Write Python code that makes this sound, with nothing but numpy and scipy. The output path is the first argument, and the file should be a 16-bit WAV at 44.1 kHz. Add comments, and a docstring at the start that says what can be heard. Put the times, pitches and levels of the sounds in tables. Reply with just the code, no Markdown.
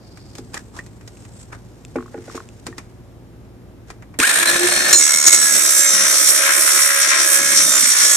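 """Clunks and scrapes, a rattling motor run-up, then a loud rasping whine, over a low outdoor hum.
A cordless circular saw is picked up from a concrete path, set on a plywood sheet and gripped.
Motor: noise bands with bursts, brush buzz and gear tones. Cut: noise bands that partly repeat each blade turn,
with snags and tooth harmonics that sing across blade modes as the speed varies.
Handling: decaying modes and shaped noise. Outdoors: low noise and wavering sines."""
import sys
import numpy as np
from scipy import signal
from scipy.fft import rfft, irfft, next_fast_len
from scipy.io import wavfile

SR = 44100
rng = np.random.default_rng(int(sys.argv[2]) if len(sys.argv) > 2 else 0)


def file_out(sig):
    """Save sig as 16-bit WAV at sys.argv[1]."""
    # one column per channel
    cols = np.atleast_2d(sig).T
    # limit, then scale
    lim = np.clip(cols, -1, 1)
    pcm = np.round(lim * 32767).astype(np.int16)
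    wavfile.write(sys.argv[1], SR, pcm)


N = 359856
T, HZ = np.arange(N) / SR, np.maximum(np.fft.rfftfreq(next_fast_len(N, True), 1 / SR), 1)

# Drive: motor turns per blade turn, gear mesh cycles per blade turn.
TRIGGER_S, BITE_S = 4.188, 4.95
TEETH, MOTOR_PER_TURN, GEAR_TEETH = 18, 14 / 3, 56
# The run-up is fast at first, then creeps towards the free speed.
FREE_TURNS_PER_S, RUN_UP_S, RUN_UP_SHAPE = 77.7, .077, .77
# Blade speed in the wood as the push varies. Each row: time in seconds, turns per second.
CUT_SPEED = [(4.93, 77.4), (5.04, 73.65), (5.24, 74.9), (5.48, 72.9), (5.66, 70.95), (5.82, 69.95),
             (5.94, 68.45), (6.27, 67.6), (6.37, 68.15), (6.52, 70.5), (6.86, 70.63), (6.98, 69.55),
             (7.16, 71.05), (7.3, 69.8), (7.52, 69.64), (7.74, 67.18), (7.94, 62.7), (8.16, 60.9)]

# Cutting noise. Band edges in Hz: low rumble, drone, wood, rasp, hiss.
CUT_EDGES_HZ = [50, 220, 900, 3000, 8700, 16000]
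# Cutting spectrum. Each row: frequency in Hz, relative density in dB per Hz.
CUT_COLOUR = [(60, -44.5), (120, -25), (183, -18.5), (340, -6), (450, -9.5), (600, -0.5), (788, -12),
              (1300, -3.5), (1700, 1.5), (2840, -9.5), (4780, -3), (5400, 5), (10000, -1), (14400, -9)]
# Resonances of sheet, shoe and blade. Each row: frequency in Hz, width in Hz, lift in dB.
BLADE = [(357, 20, 4.5), (920, 310, -5), (1065, 34, 9), (1400, 67, 6), (2180, 410, 4.5), (3620, 700, 4),
         (4370, 250, 4.5), (4840, 180, -1.5), (5630, 14, 8), (5710, 490, 5.5), (8210, 1130, 4.5),
         (9120, 250, 3.5), (9970, 370, 4)]
# Stereo balance of the cut. Each row: frequency in Hz, left minus right in dB.
CUT_SIDES = [(500, -0.5), (1400, 1.5), (2100, 9), (4000, -2), (4900, 1.5), (5600, 6), (6800, -5),
             (8300, -14.5), (10000, -8.5), (12500, 0.5)]
# Turn multiples favoured by uneven teeth. Each row: multiple of the turn, lift in dB.
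UNEVEN = [(19, 1), (28, 4.5), (36, 7)]
# Level of the woody middle. Each row: time in seconds, level in dB.
WOOD = [(5.65, -27), (5.95, -25.5), (6.1, -23.5), (6.27, -26), (6.47, -19.5), (6.62, -23.5), (7.17, -19),
        (7.26, -23.5), (7.5, -24), (7.62, -27), (8.12, -23)]
# Level of the tooth rasp. Each row: time in seconds, level in dB.
RASP = [(5.2, -19.5), (5.42, -18), (5.75, -19.5), (6.05, -18), (6.25, -16), (6.48, -21.5), (6.65, -20.5),
        (7.17, -18.5), (7.27, -19.5), (7.45, -19.5), (7.6, -17.5), (8.14, -18)]
# Level of the treble hiss. Each row: time in seconds, level in dB.
HISS = [(5.2, -24), (5.5, -20.5), (5.72, -16), (6.0, -22.5), (6.28, -16), (6.45, -21.5), (6.6, -14),
        (6.92, -18.5), (7.17, -26.5), (7.27, -17), (7.45, -22.5), (7.63, -19), (7.83, -20.5), (8.0, -19),
        (8.15, -21)]
DRONE_DB, RUMBLE_DB = -38, -58  # an even drone, and a low rumble that swells and fades
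GRAZE_S, ENTRY_S = 4.47, 0.48  # teeth first graze the edge; time from bite until the blade is buried
THROB_DB, ENTRY_THROB_DB = 1.9, 3.6  # once-a-turn rub in the kerf; extra at mid-entry
# Share of the throb in each cutting band, lowest band first, as a plain ratio.
THROB_SHARES = (.2, .35, .7, .75, 1.4)
# Power shares that repeat each blade or motor turn; the rest is chance.
BLADE_SHARE, MOTOR_SHARE, FREE_MOTOR_SHARE = .42, .1, .14
PATTERN_SHIFT_RAD, PATTERN_SHIFT_PER_S = 1.0, 2.5  # the repeating pattern changes as the contact shifts
RIPPLE_DB, RIPPLE_STEP_HZ = 1.7, 35  # many close modes

# Teeth snag in the edge. Each row: start in seconds, hold in seconds, level in dB.
SNAGS = [(4.927, 0.0026, -5.5), (4.927, 0.016, -17), (5.136, 0.0046, -14.5), (5.263, 0.021, -3.5),
         (5.324, 0.022, -8)]
SNAG_KICK_DB, SNAG_RING_S = 7, 0.0089  # a snag briefly makes the blade sing louder
# Singing multiples of the turn: six uneven ones, then those of the teeth.
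SINGING_MULTIPLES = [8, 19, 23, 24, 29, 31, 18, 54, 72, 90, 108, 126, 144]
# Modes that make a multiple sing. Each row: frequency in Hz, width in Hz, level in dB,
# share of the binding's swing (ratio).
SINGING_MODES = [(553.8, 25, -37.5, -0.36), (1294, 136, -38, 0), (1675.5, 21.6, -25, 0.08),
                 (2155, 22, -24.5, 1.6), (3340, 220, -36, 1), (3700, 170, -31.5, 4), (4160, 91, -26, 1),
                 (4530, 280, -33, 0.5), (5570, 140, -24, 0.9), (5940, 170, -32, 2.8), (6197, 200, -20, 1.5),
                 (6752, 270, -17.5, 2), (7517, 180, -16, 4), (7200, 110, -25, 3), (7970, 250, -17.5, 1.5),
                 (8260, 190, -24, -0.5), (9855, 96, -23, -0.9)]
# How hard the blade binds in the kerf. Each row: time in seconds, binding in dB.
BINDING = [(4.95, 4.5), (5.08, -1), (5.19, -2.5), (5.4, 0.5), (5.9, -0.5), (6.15, -2), (6.5, -9), (7.2, -8),
           (7.72, 1), (7.85, 3), (7.96, -10.5), (8.13, 2)]
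# Roughness of the whines, growing as the blade goes deeper. Each row: time in seconds, spread in whine cycles
# at the mean multiple.
SINGING_ROUGH = [(5.0, .05), (8.0, .075)]
SINGING_WAVER_DB, SINGING_GRIP_DB = 1.8, 1.0  # faster flutter; slower coming and going

# Free-running motor noise. Band edges in Hz: housing, gears, brushes and fan.
FREE_EDGES_HZ = [100, 900, 3000, 16000]
# Free-running spectrum. Each row: frequency in Hz, relative density in dB per Hz.
FREE_COLOUR = [(71, -6), (120, -12), (273, -7), (347, -11.5), (391, -10.5), (685, -14), (907, -17),
               (1720, 0), (2020, -9), (2470, -7), (2960, -13.5), (3990, -6), (4880, -12), (8540, -3.5),
               (14400, -18)]
# Resonances of housing and gearbox. Each row: frequency in Hz, width in Hz, lift in dB.
HOUSING = [(345, 23, 14.5), (584, 320, 13.5), (1730, 230, 3.5), (2330, 200, 1.5), (8500, 630, 5)]
# Stereo balance of the free motor. 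Each row: frequency in Hz, left minus right in dB.
FREE_SIDES = [(300, -1.5), (2200, 5), (5500, 3.5), (8500, -13), (14000, -1)]
# Level of the rattle. Each row: time in seconds, level in dB.
RATTLE = [(4.2, -22), (4.216, -19.5), (4.234, -18.5), (4.434, -17), (4.446, -26), (4.46, -19.5),
          (4.54, -20), (4.91, -19.5), (4.92, -20.5)]
# Rows for housing, gears, brushes and fan: dB against the rattle, dB gained from rest to free speed.
FREE_PARTS = [(-11, 27), (-1.5, 6), (0, 1)]
FREE_THROB_DB = 2.2  # the free blade's hiss pulses once a turn
# Modes swept by motor unbalance and gear mesh. Each row: frequency in Hz, width in Hz, level in dB.
MOTOR_MODES = [(355.6, 4.7, -24), (4092, 70, -22.5), (4310, 44, -26.5)]
GEAR_PLAY_TURNS = .0012  # backlash roughens the tones
# Gear chirp during run-up. Each row: multiple of the motor turn, level in dB.
CHIRP = [(8, -14), (11, -28), (14, -25)]
CHIRP_S, CHIRP_HALF_S, CHIRP_WANDER_CYCLES = 4.243, .022, .04

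# Saw knocks on the sheet. Each row: time in seconds, level in dB, favoured frequency in Hz.
KNOCKS = [(.384, -24, 367), (0.543, -29, 330), (1.957, -11, 443), (1.969, -14.5, 333), (2.144, -19, 527),
          (2.178, -22.5, 353), (2.279, -22.5, 544), (2.347, -17.5, 400), (2.679, -23.5, 310),
          (4.188, -14.5, 295), (4.996, -24, 260)]
# Ringing modes of the sheet. Each row: frequency in Hz, level in dB, 60 dB decay in seconds.
SHEET = [(243, -17.5, 0.32), (260, -7, 0.11), (314, -8.5, .11), (355.3, -11.5, 0.25), (393, -19, 0.24),
         (448.4, -10, 0.2), (572, -3, 0.024), (710, -11.5, 0.043), (818, -12, 0.077), (1130, -15, 0.046),
         (1450, -8, 0.052), (1880, -25, .05)]
OFF_PITCH_DB_PER_OCTAVE = 7  # modes far from a knock's favoured pitch ring less
# Shoe chatters on the sheet. Each row: time in seconds, level in dB.
CHATTER = [(1.985, -16), (2.006, -24), (2.026, -30), (2.059, -29), (2.08, -33), (2.298, -21.5),
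           (2.377, -17.5), (2.403, -24)]
# Ringing modes of the shoe. Each row: frequency in Hz, level in dB, 60 dB decay in seconds.
SHOE = [(1086, -8.5, 0.033), (1240, -6.5, 0.02), (1440, -3, 0.0084), (1900, -33, 0.011)]
# Plastic body clacks as it is lifted and gripped. Each row: time in seconds, level in dB.
CLACKS = [(.543, -33), (.569, -22), (.790, -15.5), (.794, -44), (2.668, -46), (2.727, -29)]
# Ringing modes of the body. Each row: frequency in Hz, level in dB, 60 dB decay in seconds.
BODY = [(1180, -10.5, 0.018), (1510, -14, 0.013), (1840, -8, 0.044), (1960, -19, 0.069), (3220, -39, .04)]
# Dry ticks of the metal guard, and the loud crack as the motor starts.
# Each row: time in seconds, level in dB.
TICKS = [(1.171, -36), (1.850, -26.5), (2.242, -42), (2.286, -48), (2.405, -38), (2.489, -30),
         (4.201, -2.5)]
# Ringing modes of ticks and crack. Each row: frequency in Hz, level in dB, 60 dB decay in seconds.
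TICK_MODES = [(2600, -6.5, 0.0093), (3520, -12, 0.0093), (5200, -8.5, 0.0062), (5970, -11, 0.0087),
              (7350, -7, 0.0072)]
# Clicks of handle, trigger and gears. Each row: time in seconds, relative clunk and tick levels in dB.
CLICKS = [(0.173, -46, -45), (0.352, -48, -37.5), (0.382, -52, -35.5), (0.542, -29.5, -27),
          (0.789, -36, -43), (0.863, -52, -44), (1.01, -45.5, -51), (1.076, -65, -37.5), (1.25, -47, -48),
          (1.527, -37, -58), (1.959, -38, -43), (2.352, -40, -38), (2.366, -43, -39), (2.666, -33.5, -28.5),
          (2.781, -32, -32.5), (3.448, -55, -63), (3.902, -36, -37), (4.023, -41.5, -50), (4.14, -40, -54),
          (4.2012, -28, -23), (4.548, -26, -36), (4.77, -31, -35)]
# Clunk spectrum. Each row: frequency in Hz, relative density in dB per Hz.
CLUNK_COLOUR = [(200, 2), (700, -4), (1200, -2), (1900, -4), (2700, -9), (5000, -66)]
# Tick spectrum. 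Each row: frequency in Hz, relative density in dB per Hz.
TICK_COLOUR = [(1400, 3.5), (2800, -2), (5400, 2), (8200, 2), (10400, -8.5), (14400, -16)]
# Hands and shoe rub and scrape. Each row: middle in seconds, half length in seconds, level in dB,
# resonance in Hz, width in Hz, lift in dB.
SCRAPES = [(0.179, 0.21, -54.5, 4700, 1400, 17), (0.568, 0.027, -37, 1700, 900, 15),
           (0.773, 0.021, -38, 1170, 700, 16), (0.75, 0.52, -58, 7950, 1400, 8),
           (1.21, 0.066, -52.5, 7800, 1400, 9), (1.392, 0.07, -49, 7900, 1400, 15),
           (1.543, 0.026, -41.5, 1460, 1400, 21), (2.19, 0.75, -56, 8100, 1400, 1.5),
           (2.157, 0.024, -52, 1700, 900, 32), (2.333, 0.082, -46, 2000, 900, 10),
           (2.335, 0.045, -48, 5400, 400, 12), (3.89, 0.014, -48, 1900, 1400, 10)]

# Outdoor air spectrum. Each row: frequency in Hz, relative density in dB per Hz.
AIR = [(25, -60), (42, -12), (104, -6.5), (286, -11.5), (392, -16), (824, -25), (1100, -29), (3260, -40.5),
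       (14000, -47.5)]
AIR_DB = -43.5
# Distant machinery. Each row: frequency in Hz, level in dB.
HUM = [(57, -51), (91, -53.5), (114, -48), (362, -58)]

# Likeness of the two channels. Each row: frequency in Hz, left-right coherence (0 to 1).
LIKENESS = [(60, 1), (130, 1), (280, 0.84), (620, 0.67), (1350, 0.21), (2940, 0.14), (6400, 0.42),
            (13900, 0.0024)]
# Phase between the channels. Each row: frequency in Hz, lead of the left in radians.
LEFT_LEAD = [(0, 0), (1810, 0.58), (2240, -0.27), (3700, -0.23), (4390, 3.5), (5340, 0.8), (6720, 1.26),
             (8100, -3.5), (9730, -3.5), (14100, -1.5)]
STOP_HZ = 15100


def blade_speed():
    """Turns per second: the motor runs up from the trigger until the wood holds it back."""
    age_s = np.maximum(T - TRIGGER_S, 0)
    free = FREE_TURNS_PER_S * (1 - np.exp(-(age_s / RUN_UP_S) ** RUN_UP_SHAPE))
    return np.minimum(free, in_time(CUT_SPEED)[0])


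def cutting(speed, turns):
    """Teeth tear the wood, partly alike on each turn and partly at random, and set the blade singing."""
    chips = white() * (1 + 0.072 * np.cos(2 * np.pi * TEETH * turns))  # each tooth throws its own burst
    tearing = np.sqrt(BLADE_SHARE) * turn_pattern(turns, UNEVEN, count=220)
    tearing = tearing + np.sqrt(MOTOR_SHARE) * brushes(turns)
    tearing = tearing + np.sqrt(1 - BLADE_SHARE - MOTOR_SHARE) * chips / chips.std()
    shape_db = resonant(CUT_COLOUR, BLADE) + ripple()
    bands = in_bands(tearing, shape_db, CUT_SIDES, CUT_EDGES_HZ)

    swing_db = THROB_DB + ENTRY_THROB_DB * np.sin(np.pi * ramp(BITE_S, ENTRY_S))
    # the square term holds the mean power roughly constant
    rub_db = swing_db * np.cos(2 * np.pi * turns + 0.55 * drift(9)) - 0.07 * swing_db ** 2

    grazing, biting = ramp(GRAZE_S, BITE_S - GRAZE_S), ramp(BITE_S, 0.046)
    rumble = biting * from_db(RUMBLE_DB + 13 * np.minimum(drift(3), 1.2))
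    drone = biting * from_db(DRONE_DB + 2 * drift(17))
    wood = biting * from_db(in_time(WOOD)[0])
    rasp = np.sqrt(grazing) * from_db(in_time(RASP)[0])
    hiss = biting * from_db(in_time(HISS)[0])
    noise = sum(band * level * from_db(share * rub_db + 2.04 * drift(14))
                for band, level, share in zip(bands, (rumble, drone, wood, rasp, hiss), THROB_SHARES))
    snags = snagging(release_s=0.0086) * radiate(white(), shape_db) * from_db(5.9 * drift(310))
    return noise + singing(speed, turns, in_time(BINDING)[0], rub_db) + snags


def singing(speed, turns, binding_db, rub_db):
    """Turn multiples swell as the speed carries them across blade modes, driven by binding and snags."""
    slow = slice(None, None, 40)
    kick = 1 + from_db(SNAG_KICK_DB) * snagging(SNAG_RING_S)[slow]
    drives = [from_db(db + share * binding_db[slow]) * kick ** share for _, _, db, share in SINGING_MODES]
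    whine, rough = 0, in_time(SINGING_ROUGH)[0]
    for multiple in SINGING_MULTIPLES:
        pitch_hz = multiple * speed
        strength = sum(drive * response(pitch_hz[slow], hz, width)
                       for drive, (hz, width, _, _) in zip(drives, SINGING_MODES))
        side_db = np.interp(pitch_hz, *np.transpose(CUT_SIDES))  # each pitch beams its own way
        level_db = rub_db + SINGING_WAVER_DB * drift(25) + SINGING_GRIP_DB * drift(10.5)
        jitter_cycles = rough * multiple / np.mean(SINGING_MULTIPLES) * drift(150)
        sine = tone(multiple * turns + jitter_cycles, level_db, side_db)
        whine = whine + np.interp(T, T[slow], strength) * sine
    return whine * ramp(SNAGS[0][0], 0.0033)


def snagging(release_s):
    """Envelope of the snags: each jumps up, holds and dies away."""
    return sum(from_db(db) * ramp(s, 0.0018) * np.exp(-np.clip((T - s - length) / release_s, 0, 40))
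               for s, length, db in SNAGS)


def motor(speed, turns):
    """Backlash rattles the housing in uneven bursts; gears chirp and whistle as they sweep its resonances."""
    whirr = np.sqrt(FREE_MOTOR_SHARE) * brushes(turns) + np.sqrt(1 - FREE_MOTOR_SHARE) * white()
    bands = in_bands(whirr, resonant(FREE_COLOUR, HOUSING) + ripple(), FREE_SIDES, FREE_EDGES_HZ)
    bands[-1] = bands[-1] * from_db(FREE_THROB_DB * np.cos(2 * np.pi * turns))

    burst_hz = 55 * (1 + 0.233 * drift(21.6))
    burst = np.cos(2 * np.pi * np.cumsum(burst_hz) / SR) + 0.7 * drift(26)
    level_db, shortfall = in_time(RATTLE)[0], 1 - speed / FREE_TURNS_PER_S
    noise = 0
    for band, (db, gained_db), share in zip(bands, FREE_PARTS, (.3, 1.0, .8)):
        rattle_db = 2.5 * (share * burst + 0.54 * drift(90))
        noise = noise + band * from_db(level_db + db - gained_db * shortfall + rattle_db)

    chirp = sum(tone(multiple * MOTOR_PER_TURN * turns + CHIRP_WANDER_CYCLES * drift(150), db + drift(80))
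                for multiple, db in CHIRP)
    tones = 0
    for multiple in (MOTOR_PER_TURN, GEAR_TEETH):  # unbalance, mesh
        strength = sum(from_db(db) * response(multiple * speed, hz, width) for hz, width, db in MOTOR_MODES)
        tones = tones + strength * tone(multiple * (turns + GEAR_PLAY_TURNS * drift(82)), 2.5 * drift(13))
    running = ramp(TRIGGER_S, 0.0008) * (1 - ramp(BITE_S, 0.027))
    return (noise + swell(CHIRP_S, CHIRP_HALF_S) * chirp + tones) * running


def brushes(turns):
    """The buzz of the brushes, repeating with each turn of the motor."""
    return turn_pattern(MOTOR_PER_TURN * turns, [], count=44)


def turn_pattern(turns, favoured, count, size=8192):
    """Unequal teeth or motor segments make a rough pattern that recurs each turn, slowly changing."""
    lift_db = rng.normal(0, 1.2, (2, 2, count))
    for multiple, db in favoured:
        lift_db[..., round(multiple)] = db
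    one_turn = irfft(from_db(lift_db) * np.exp(2j * np.pi * rng.random((2, 2, count))), size)
    first, second = one_turn[..., (turns % 1 * size).astype(int)] / one_turn.std()
    shift = PATTERN_SHIFT_RAD * drift(PATTERN_SHIFT_PER_S)
    return np.cos(shift) * first + np.sin(shift) * second


def handling():
    """Plastic clunks and ticks with a little scuffing; ringing blows and a start crack; rubbing and scraping."""
    s, low_db, high_db = np.transpose(CLICKS)
    clunk_shape_db = resonant(CLUNK_COLOUR, [(1920, 160, 5), (2400, 160, 8), (1230, 150, 3)])
    clunks = dying(s, low_db + 2.5, .06) * radiate(white(), clunk_shape_db)
    scuff = sum(from_db(db - 16) * swell(middle, 0.0091) for middle, db in zip(s, high_db))
    ticks = (dying(s, high_db + 2.5, .04) + scuff) * radiate(white(), over_hz(TICK_COLOUR))

    knock_s, knock_db, _ = np.transpose(KNOCKS)
    cracks = from_db(-13) * dying(knock_s, knock_db, 0.01) * radiate(white(), over_hz(CLUNK_COLOUR))
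    ringing = struck(KNOCKS, SHEET) + struck(CHATTER, SHOE) + struck(CLACKS, BODY) + struck(TICKS, TICK_MODES)

    friction = white() * from_db(3 * drift(90))
    scrapes = 0
    for middle, half, db, hz, width, lift_db in SCRAPES:
        rub = radiate(friction, resonant(TICK_COLOUR, [(hz, width, lift_db)]))
        scrapes = scrapes + from_db(db) * swell(middle, half) * rub
    return clunks + ticks + scrapes + ringing + cracks


def struck(blows, modes):
    """Each blow rings every mode with its own strength; where it lands may favour modes near one pitch."""
    times, blow_db, *favoured = np.transpose(blows)
    shared_db = rng.normal(0, 2.4, (len(times), len(modes), 1))
    chance_db = shared_db + rng.normal(0, 1, (len(times), len(modes), 2))  # per channel
    out = np.zeros((2, N))
    for k, (hz, db, t60) in enumerate(modes):
        away_db = OFF_PITCH_DB_PER_OCTAVE * abs(np.log2(hz / favoured[0])) if favoured else 0
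        clicks = np.full((2, N), 1e-18)
        clicks[:, (times * SR).astype(int)] = (-1) ** k * from_db(blow_db + db - away_db + chance_db[:, k].T)
        r, w = from_db(-60 / (t60 * SR)), 2 * np.pi * hz / SR
        out += signal.lfilter([0, np.sin(w)], [1, -2 * r * np.cos(w), r * r], clicks)
    return out


def dying(times, levels_db, t60, rise_s=0.00077, tail_db=-17, tail_t60=0.27):
    """Envelope of short hits: contact builds up, dies quickly and leaves a faint outdoor tail."""
    power, age = np.zeros(N), T[:SR // 2]
    fall = from_db(-60 * age / t60) + from_db(tail_db - 60 * age / tail_t60)
    shape = fall * np.minimum(age / rise_s, 1)
    for s, db in zip(times, levels_db):
        power[int(s * SR):int(s * SR) + len(age)] += (from_db(db) * shape) ** 2
    return np.sqrt(power)


def outdoors():
    """Low air noise and the wavering hum of distant machinery."""
    hum = sum(tone(hz * T + 0.085 * drift(3.7), db + drift(3.8), -1.6) for hz, db in HUM)
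    return from_db(AIR_DB) * radiate(white(), over_hz(AIR), 0.79) + hum


def from_db(db):
    """Decibels to gain."""
    return 10 ** (np.asarray(db) / 20)


def in_time(rows):
    """Each column of a curve at every sample."""
    s, *columns = np.transpose(rows)
    return [np.interp(T, s, c) for c in columns]


def over_hz(points):
    """A spectrum table at every frequency, straight over log frequency."""
    hz, value = np.transpose(points)
    return np.interp(np.log(HZ), np.log(hz), value)


def drift(rate):
    """Smooth chance with spread 1 that changes about rate times a second."""
    r = np.exp(-80 * np.pi * rate / SR)  # filtered at 1/40 of the sample rate
    slow = signal.lfilter([1], [1, -2 * r, r * r], rng.standard_normal(N // 40 + 2002))[2000:]
    return np.interp(np.arange(N) / 40, np.arange(len(slow)), slow / slow.std())


def white():
    """Two unrelated noises."""
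    return rng.standard_normal((2, N))


def ramp(start, length):
    """0 before start, 1 once length has passed."""
    return np.clip((T - start) / length, 0, 1)


def swell(middle, half_length):
    """A bell-shaped rise and fall."""
    return np.exp(-np.minimum(((T - middle) / half_length) ** 2, 40))


def response(hz, mode_hz, width):
    """How strongly a mode answers at a frequency: 1 at its centre."""
    return 1 / (1 + (2 * (hz - mode_hz) / width) ** 2)


def resonant(colour, peaks):
    """A smooth spectrum with resonances on it, in dB."""
    return over_hz(colour) + sum(db * response(HZ, hz, width) for hz, width, db in peaks)


def ripple():
    """Chance peaks and dips of many close modes, in dB, growing up to 3 kHz."""
    grid = np.arange(0, SR / 2, RIPPLE_STEP_HZ)
    return np.interp(HZ, grid, RIPPLE_DB * rng.standard_normal(len(grid)) * np.minimum(grid / 3000, 1))


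def panned(side_db):
    """Left and right gains of constant power."""
    gains = from_db(np.array([[.5], [-.5]]) * side_db)
    return gains / np.sqrt(np.mean(gains ** 2, axis=0))


def tone(cycles, level_db, side_db=0):
    """A sine whose left channel leads the right by an eighth of a cycle."""
    sine = np.sin(2 * np.pi * cycles + [[np.pi / 4], [0]])
    return np.sqrt(2) * from_db(level_db) * sine * panned(side_db)


def radiate(pair, shape_db, side_db=0):
    """Two flat signals become a coloured stereo sound of rms about 1."""
    gain, alike = from_db(shape_db), np.clip(over_hz(LIKENESS), -.99, .99)
    size = next_fast_len(N, True)
    mid, side = rfft(pair, size)
    both = np.sqrt((1 + alike) / 2) * mid + np.sqrt((1 - alike) / 2) * side * [[1], [-1]]
    both[1] *= np.exp(-1j * over_hz(LEFT_LEAD))
    return irfft(both * gain / np.sqrt(np.mean(gain ** 2)) * panned(side_db), size)[:, :N]


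def in_bands(pair, shape_db, sides, edges_hz):
    """The same sound split into neighbouring bands, each of rms about 1."""
    skirts_db = [-10 * np.log10((1 + (low / HZ) ** 12) * (1 + (HZ / high) ** 12))
                 for low, high in zip(edges_hz, edges_hz[1:])]
    return [radiate(pair, shape_db + skirt_db, over_hz(sides)) for skirt_db in skirts_db]


def scene():
    """Everything on the saw turns with the blade; the background sinks away while the saw is loud."""
    speed = blade_speed()
    turns = np.cumsum(speed * (1 + 0.001025 * drift(15.07))) / SR
    saw = motor(speed, turns) + cutting(speed, turns)
    keep = np.exp(-1 / (.05 * SR))  # 50 ms smoothing
    loudness = np.sqrt(signal.lfilter([1 - keep], [1, -keep], np.mean(saw ** 2, axis=0)))
    duck = 1 + (loudness / from_db(-31)) ** 2  # background halved at -31 dB
    return saw + handling() + outdoors() / duck


def record(dry):
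    """The loudest peaks are rounded off, and the top is cut."""
    rounded = dry / (1 + (dry / .8) ** 6) ** (1 / 6)
    return signal.sosfilt(signal.cheby2(20, 70, STOP_HZ, fs=SR, output="sos"), rounded)


dry = scene()
out = record(dry)
file_out(out)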